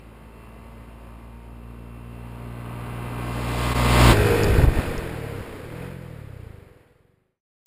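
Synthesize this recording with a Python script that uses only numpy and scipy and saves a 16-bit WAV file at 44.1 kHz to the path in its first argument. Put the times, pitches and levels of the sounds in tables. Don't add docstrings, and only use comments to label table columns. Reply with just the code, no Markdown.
import sys
import numpy as np
from scipy import signal
from scipy.fft import rfft, irfft
from scipy.io import wavfile
from scipy.ndimage import uniform_filter1d

SR = 44100
rng = np.random.default_rng(int(sys.argv[2]) if len(sys.argv) > 2 else 0)


def materialize(psi):
    bounded = np.clip(np.atleast_2d(psi).T, -1, 1)
    quanta = np.round(bounded * 32767).astype(np.int16)
    wavfile.write(sys.argv[1], SR, quanta)


N = 337806
T = np.arange(N) / SR

# time in seconds, firing rate at the engine in Hz.
FIRING_RATE = [(0, 50.97), (.6, 52.07), (1.2, 52.88), (1.65, 53.7), (2.2, 54.17), (2.7, 54.47),
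               (3.05, 55.02), (3.9, 55.62), (4.5, 55.62), (4.78, 54.5), (4.9, 52.05), (5.12, 43.4),
               (5.43, 33.5), (5.5, 33.1), (5.9, 50.1), (6.5, 28.8), (6.72, 23), (6.86, 21.2), (7.1, 24.6),
               (7.35, 31.3)]
# time in seconds, level before the loss with distance in dB.
ROAR_LEVEL = [(0, -15), (1.06, -16.5), (1.3, -19), (1.91, -20), (3.05, -13), (3.7, -10), (4.12, -10.5),
              (4.15, -19), (4.34, -12.5), (4.63, -10.5), (4.67, -16.5), (4.79, -9), (5.7, -14), (5.83, -11),
              (5.97, -16), (6.59, -19.5), (7.2, -20.5), (7.38, -15)]
ASPECT_BY_PLACE = [(-74, 0), (-35, 1), (-26, 1.15), (-13, 2), (-.1, 2), (1.5, 3), (13, 3.1), (27, 4),
                   (60, 4), (74, 5)]
PIPE_ORDERS = [
    [0, -7, -15, -8, -21, -21, -22, -22],
    [-7, 0, -11, -9, -16, -21, -19, -21],
    [0, 0, -11, -9, -14, -19, -17, -19],
    [-11, 0, -8, -12, -20, -13, -13, -2],
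    [-13, -6, -1, -3, -14, -20, -22, -22],
    [-14, -11, -6, -2, -1, -2, -4, -6],
]
# frequency in Hz, relative density in dB per Hz.
GRAVEL_COLOURS = [
    [(20, -36), (60, -3), (250, -9), (550, -11.5), (800, -17.5), (1080, -18.5), (1860, -24.5), (2730, -26),
     (3600, -36), (5200, -38)],
    [(20, -14), (60, -6.5), (250, -6.5), (550, -10.5), (800, -13), (1200, -13), (1860, -22), (2730, -23),
     (3600, -31.5), (5200, -38)],
    [(20, -20.5), (60, -20), (250, -6.5), (445, -10), (1000, -13.5), (1600, -17.5), (2600, -19),
     (3300, -20), (5200, -25)],
    [(20, -5), (80, -5.5), (270, -8), (420, -5.5), (770, -16.5), (1500, -19), (2260, -20.5), (2480, -21),
     (3150, -28), (5200, -30)],
    [(20, -9), (64, -5), (140, -12), (250, -8.5), (386, -7.5), (480, -5.5), (560, -10.5), (735, -16.5),
     (2200, -20), (3500, -30.5), (5200, -35.5)],
]
# time in seconds, pitch in Hz, level before the loss with distance in dB.
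HUM_TRACKS = [
    [(4.2, 483, -22), (4.32, 474, -7), (4.53, 472, -10), (4.62, 472, -13.5), (5.1, 452.5, -13),
     (5.55, 480.3, -18.5), (5.78, 485, -9.5), (6, 500, -20.5), (7.05, 483.7, -20), (7.2, 484, -34)],
    [(6.2, 429, -41), (6.5, 404, -20), (6.9, 390.4, -35), (7.2, 372, -16.5)],
]
# start in seconds, hold in seconds, level in dB.
WAKE_SWELLS = [(4.1, 0.0092, -23), (4.25, .2, -39.5), (4.524, 0.17, -21), (4.794, 0.096, -28)]
# start in seconds, relative level in dB, pitch in Hz, +1 push or -1 pull.
GUST_THUMPS = [(4.512, -14.5, 45.8, -1), (4.531, -28.5, 44.6, 1), (4.544, -12.5, 55, -1),
               (4.584, -2.5, 94, 1), (4.593, -5, 96.9, -1), (4.637, -1, 107, 1), (4.654, -16, 70.5, -1),
               (4.677, -7, 85, 1), (4.762, -11, 60, -1), (4.787, -5, 103, 1), (4.977, -18, 45.6, -1),
               (5.406, -22, 110, -1)]
# start in seconds, relative level in dB, pitch in Hz.
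GRIT_TICKS = [(4.435, -19.5, 5340), (4.443, -23.5, 4730), (4.699, -41, 4760), (4.9796, -27.5, 5460)]
# half width (to 1/e of the depth) in seconds, depth in dB.
DIP_SHAPE = (.008, -11)
# frequency in Hz, gain in dB.
SAMPLER_FILTER = [(5000, -1), (5400, -5.5), (5700, -12), (6000, -17.5)]
# frequency in Hz, width in Hz, relative level in dB.
CASING_MODES = [
    [(705, 160, -11), (903, 49, 0), (1065, 168, 2), (1090, 86, -14), (1545, 72, -10), (2048, 52, -8.5),
     (2268, 63, -12.5), (2420, 91, -13), (2698, 33, -7), (3125, 160, -16.5), (3830, 180, -23),
     (4180, 110, -22.5)],
    [(602, 400, -11.5), (950, 310, -4.5), (1560, 120, -3), (1808, 74, -7), (2474, 97, -6.5),
     (2614, 33, -11.5), (2940, 190, -16.5), (3480, 99, -15.5)],
]
CASING_BY_ASPECT = [-3.5, -3.5, -3, -1.06, -4.5, -5]
# deepest moment in seconds, depth in dB, fall in seconds,
# recovery in seconds.
BEAT_LULLS = [(4.17, -8.5, 0.067, 0.33), (4.7, -8, 0.24, 0.63), (5.45, -17, .05, 0.29),
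              (6.86, -17.5, .38, 0.73), (7.4, -9, 0.28, .1)]

SPEED_M_S, PASS_S, MISS_M, SOUND_M_S = 27.42, 4.115, .75, 343
SIZE_M = 3.4
BEAT_DB, BEAT_LOSS_DB_PER_M = -1.5, -0.0207
DIP_S = 3.741
WAKE_RISE_DB_S, WAKE_FALL_DB_S = 131.5, 84.5
HOLD_HZ, BAND_LIMIT_HZ = 12000, 15400
END_S, FADE_S, FADE_POWER = 7.42, 0.92, 1.51


def bike():
    hz = firing_hz()
    cycles = np.cumsum(hz) / SR + .0006 * drift(hz=25)
    roar = casing(hz, cycles) + amp(-2.5) * gravel(cycles)
    return amp(beat_db()) * exhaust(cycles) + amp(curve(ROAR_LEVEL)[0]) * roar


def exhaust(cycles):
    orders = amp(np.transpose(PIPE_ORDERS) @ shares(count=len(PIPE_ORDERS)))
    orders = orders / np.sqrt((orders[:4] ** 2).sum(0) / 2)
    beat = np.zeros(N)
    for k, gain in enumerate(orders, 1):
        burn = amp(0.25 * drift(hz=30))
        phase = 2 * np.pi * k * cycles - .6 + 0.053 * drift(hz=30.2)
        beat -= gain * burn * np.cos(phase)
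    return beat


def casing(hz, cycles):
    crank = 2 * cycles - .4
    at = np.flatnonzero(np.diff(np.floor(crank)) > 0)
    fired = np.floor(crank[at + 1]) % 2 == 0
    clacks = np.zeros(N)
    clacks[at] = np.sqrt(SR / hz[at]) * amp(0.25 * drift(hz=60)[at]) * np.where(fired, 1, .4)
    share = shares(count=len(PIPE_ORDERS))
    ahead = share[:3].sum(0) * ring(clacks, CASING_MODES[0])
    behind = share[3:].sum(0) * ring(clacks, CASING_MODES[1])
    load = np.clip(hz / 52, 0, 1) ** 3.4
    return load * amp(np.dot(CASING_BY_ASPECT, share)) * (ahead + behind)


def gravel(cycles):
    swell = 1.466 + 0.4 * np.exp(-((cycles - .2) % 1) / 0.73)
    clumps = amp(0.18 * drift(hz=150) + .5 * drift(hz=4))
    crunch = rng.standard_normal(N) * swell * clumps
    out = np.zeros(N)
    for share, points in zip(shares(count=len(GRAVEL_COLOURS)), GRAVEL_COLOURS):
        out += share * signal.oaconvolve(crunch, colour(points, lo_hz=535, hi_hz=4970))[:N]
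    return out


def ring(x, modes):
    out = np.zeros(N)
    for k, (hz, width, db) in enumerate(modes):
        struck = np.roll(x, int(k * .0017 * SR))
        turn = 2 * np.pi * hz / SR
        r = np.exp(-np.pi * width / SR)
        tone = signal.lfilter([1], [1, -2 * r * np.cos(turn), r * r], struck)
        level = np.sqrt(2 * (1 - r * r)) * np.sin(turn)
        out += amp(db + 1.46 * drift(hz=5.7)) * level * tone
    return out


def firing_hz():
    toward = along() / np.hypot(along(), MISS_M)
    return curve(FIRING_RATE)[0] / (1 + SPEED_M_S / SOUND_M_S * toward)


def beat_db():
    lulls = sum(db * np.interp(T, [s - fall, s, s + back], [0, 1, 0]) for s, db, fall, back in BEAT_LULLS)
    return BEAT_DB + BEAT_LOSS_DB_PER_M * abs(along()) + lulls


def hum(rows):
    hz, db = curve(rows)
    on = np.clip((T - rows[0][0]) / 0.017, 0, 1)
    phase = 2 * np.pi * np.cumsum(hz + 3.5 * drift(hz=28.4)) / SR
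    return np.sqrt(2) * on * amp(db + 0.96 * drift(hz=18)) * np.sin(phase)


def along():
    return SPEED_M_S * (T - PASS_S)


def spread_db():
    return -10 * np.log10(along() ** 2 + MISS_M ** 2 + SIZE_M ** 2)


def shares(count):
    aspect = np.clip(np.interp(along(), *np.transpose(ASPECT_BY_PLACE)), 0, count - 1)
    return np.maximum(1 - abs(aspect - np.arange(count)[:, None]), 0)


def wake():
    rumble, flutter = wind(22, 95), wind(120, 480)
    out = amp(wake_db() + 2.5 * drift(hz=30)) * rumble
    for s, db, hz, sign in GUST_THUMPS:
        u = np.arange(int(2 * SR / hz)) * hz / SR
        swing = np.sign(sign) * np.sin(2 * np.pi * u) * np.exp(-u ** 3 / .6)
        shake = amp(-15) * flutter[round(s * SR):][:len(u)] * np.sin(np.pi * u / 2)
        add(out, s, amp(db - 2.0) * (swing + shake))
    return out


def wind(lo_hz, hi_hz):
    band = signal.butter(2, [lo_hz, hi_hz], "band", fs=SR, output="sos")
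    x = signal.sosfilt(band, rng.standard_normal(N))
    return x / x.std()


def wake_db():
    swells = []
    for s, hold, db in WAKE_SWELLS:
        rise = WAKE_RISE_DB_S * np.maximum(s - T, 0)
        fall = WAKE_FALL_DB_S * np.maximum(T - s - hold, 0)
        swells.append(db - rise - fall)
    return np.max(swells, axis=0)


def grit():
    out, t = np.zeros(N), np.arange(200) / SR
    envelope = (t / 0.00017) * np.exp(1 - t / 0.00042)
    for s, db, hz in GRIT_TICKS:
        add(out, s, amp(db - 5.5) * np.sin(2 * np.pi * hz * t) * envelope)
    return out


def amp(db):
    return 10 ** (np.asarray(db) / 20)


def curve(rows):
    s, *columns = np.transpose(rows)
    return [np.interp(T, s, c) for c in columns]


def add(mix, s, sound):
    part = mix[round(s * SR):][:len(sound)]
    part += sound[:len(part)]


def drift(hz):
    size = int(SR / hz)
    x = uniform_filter1d(uniform_filter1d(rng.standard_normal(N), size), size)
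    return x / x.std()


def colour(points, lo_hz, hi_hz):
    hz = abs(np.fft.fftfreq(16384, 1 / SR))
    f, db = np.transpose(points)
    db = np.interp(np.log(hz + 1), np.log(f + 1), db, right=db[-1])
    log = np.log(amp(np.maximum(db, -90)))
    taps = np.fft.ifft(np.exp(log - 1j * signal.hilbert(log).imag)).real[:8192]
    in_band = (hz > lo_hz) * (hz < hi_hz)
    return taps / np.sqrt(np.mean(np.exp(2 * log) * in_band))


def scene():
    half_width, depth_db = DIP_SHAPE
    dip = amp(depth_db * np.exp(-((T - DIP_S) / half_width) ** 2))
    rider = bike() * dip + sum(map(hum, HUM_TRACKS))
    return (amp(spread_db()) * rider + wake() + grit())[None]


def record(dry):
    hz = np.fft.rfftfreq(N, 1 / SR)
    step = np.sinc(hz / HOLD_HZ)
    low = hz < HOLD_HZ / 2
    faded = dry * np.clip((END_S - T) / FADE_S, 0, 1) ** FADE_POWER
    gain = low * amp(np.interp(hz, *np.transpose(SAMPLER_FILTER))) / np.where(low, step, 1)
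    band = irfft(rfft(faded) * gain, N)
    sampled = band * (1 + 2 * np.cos(2 * np.pi * HOLD_HZ * T))
    held = irfft(rfft(sampled) * step * amp(-1.1 * hz / HOLD_HZ), N)
    limit = signal.firwin(1023, BAND_LIMIT_HZ, window=("kaiser", 11), fs=SR)
    return signal.oaconvolve(held, limit[None], "same")


dry = scene()
out = record(dry)
materialize(out)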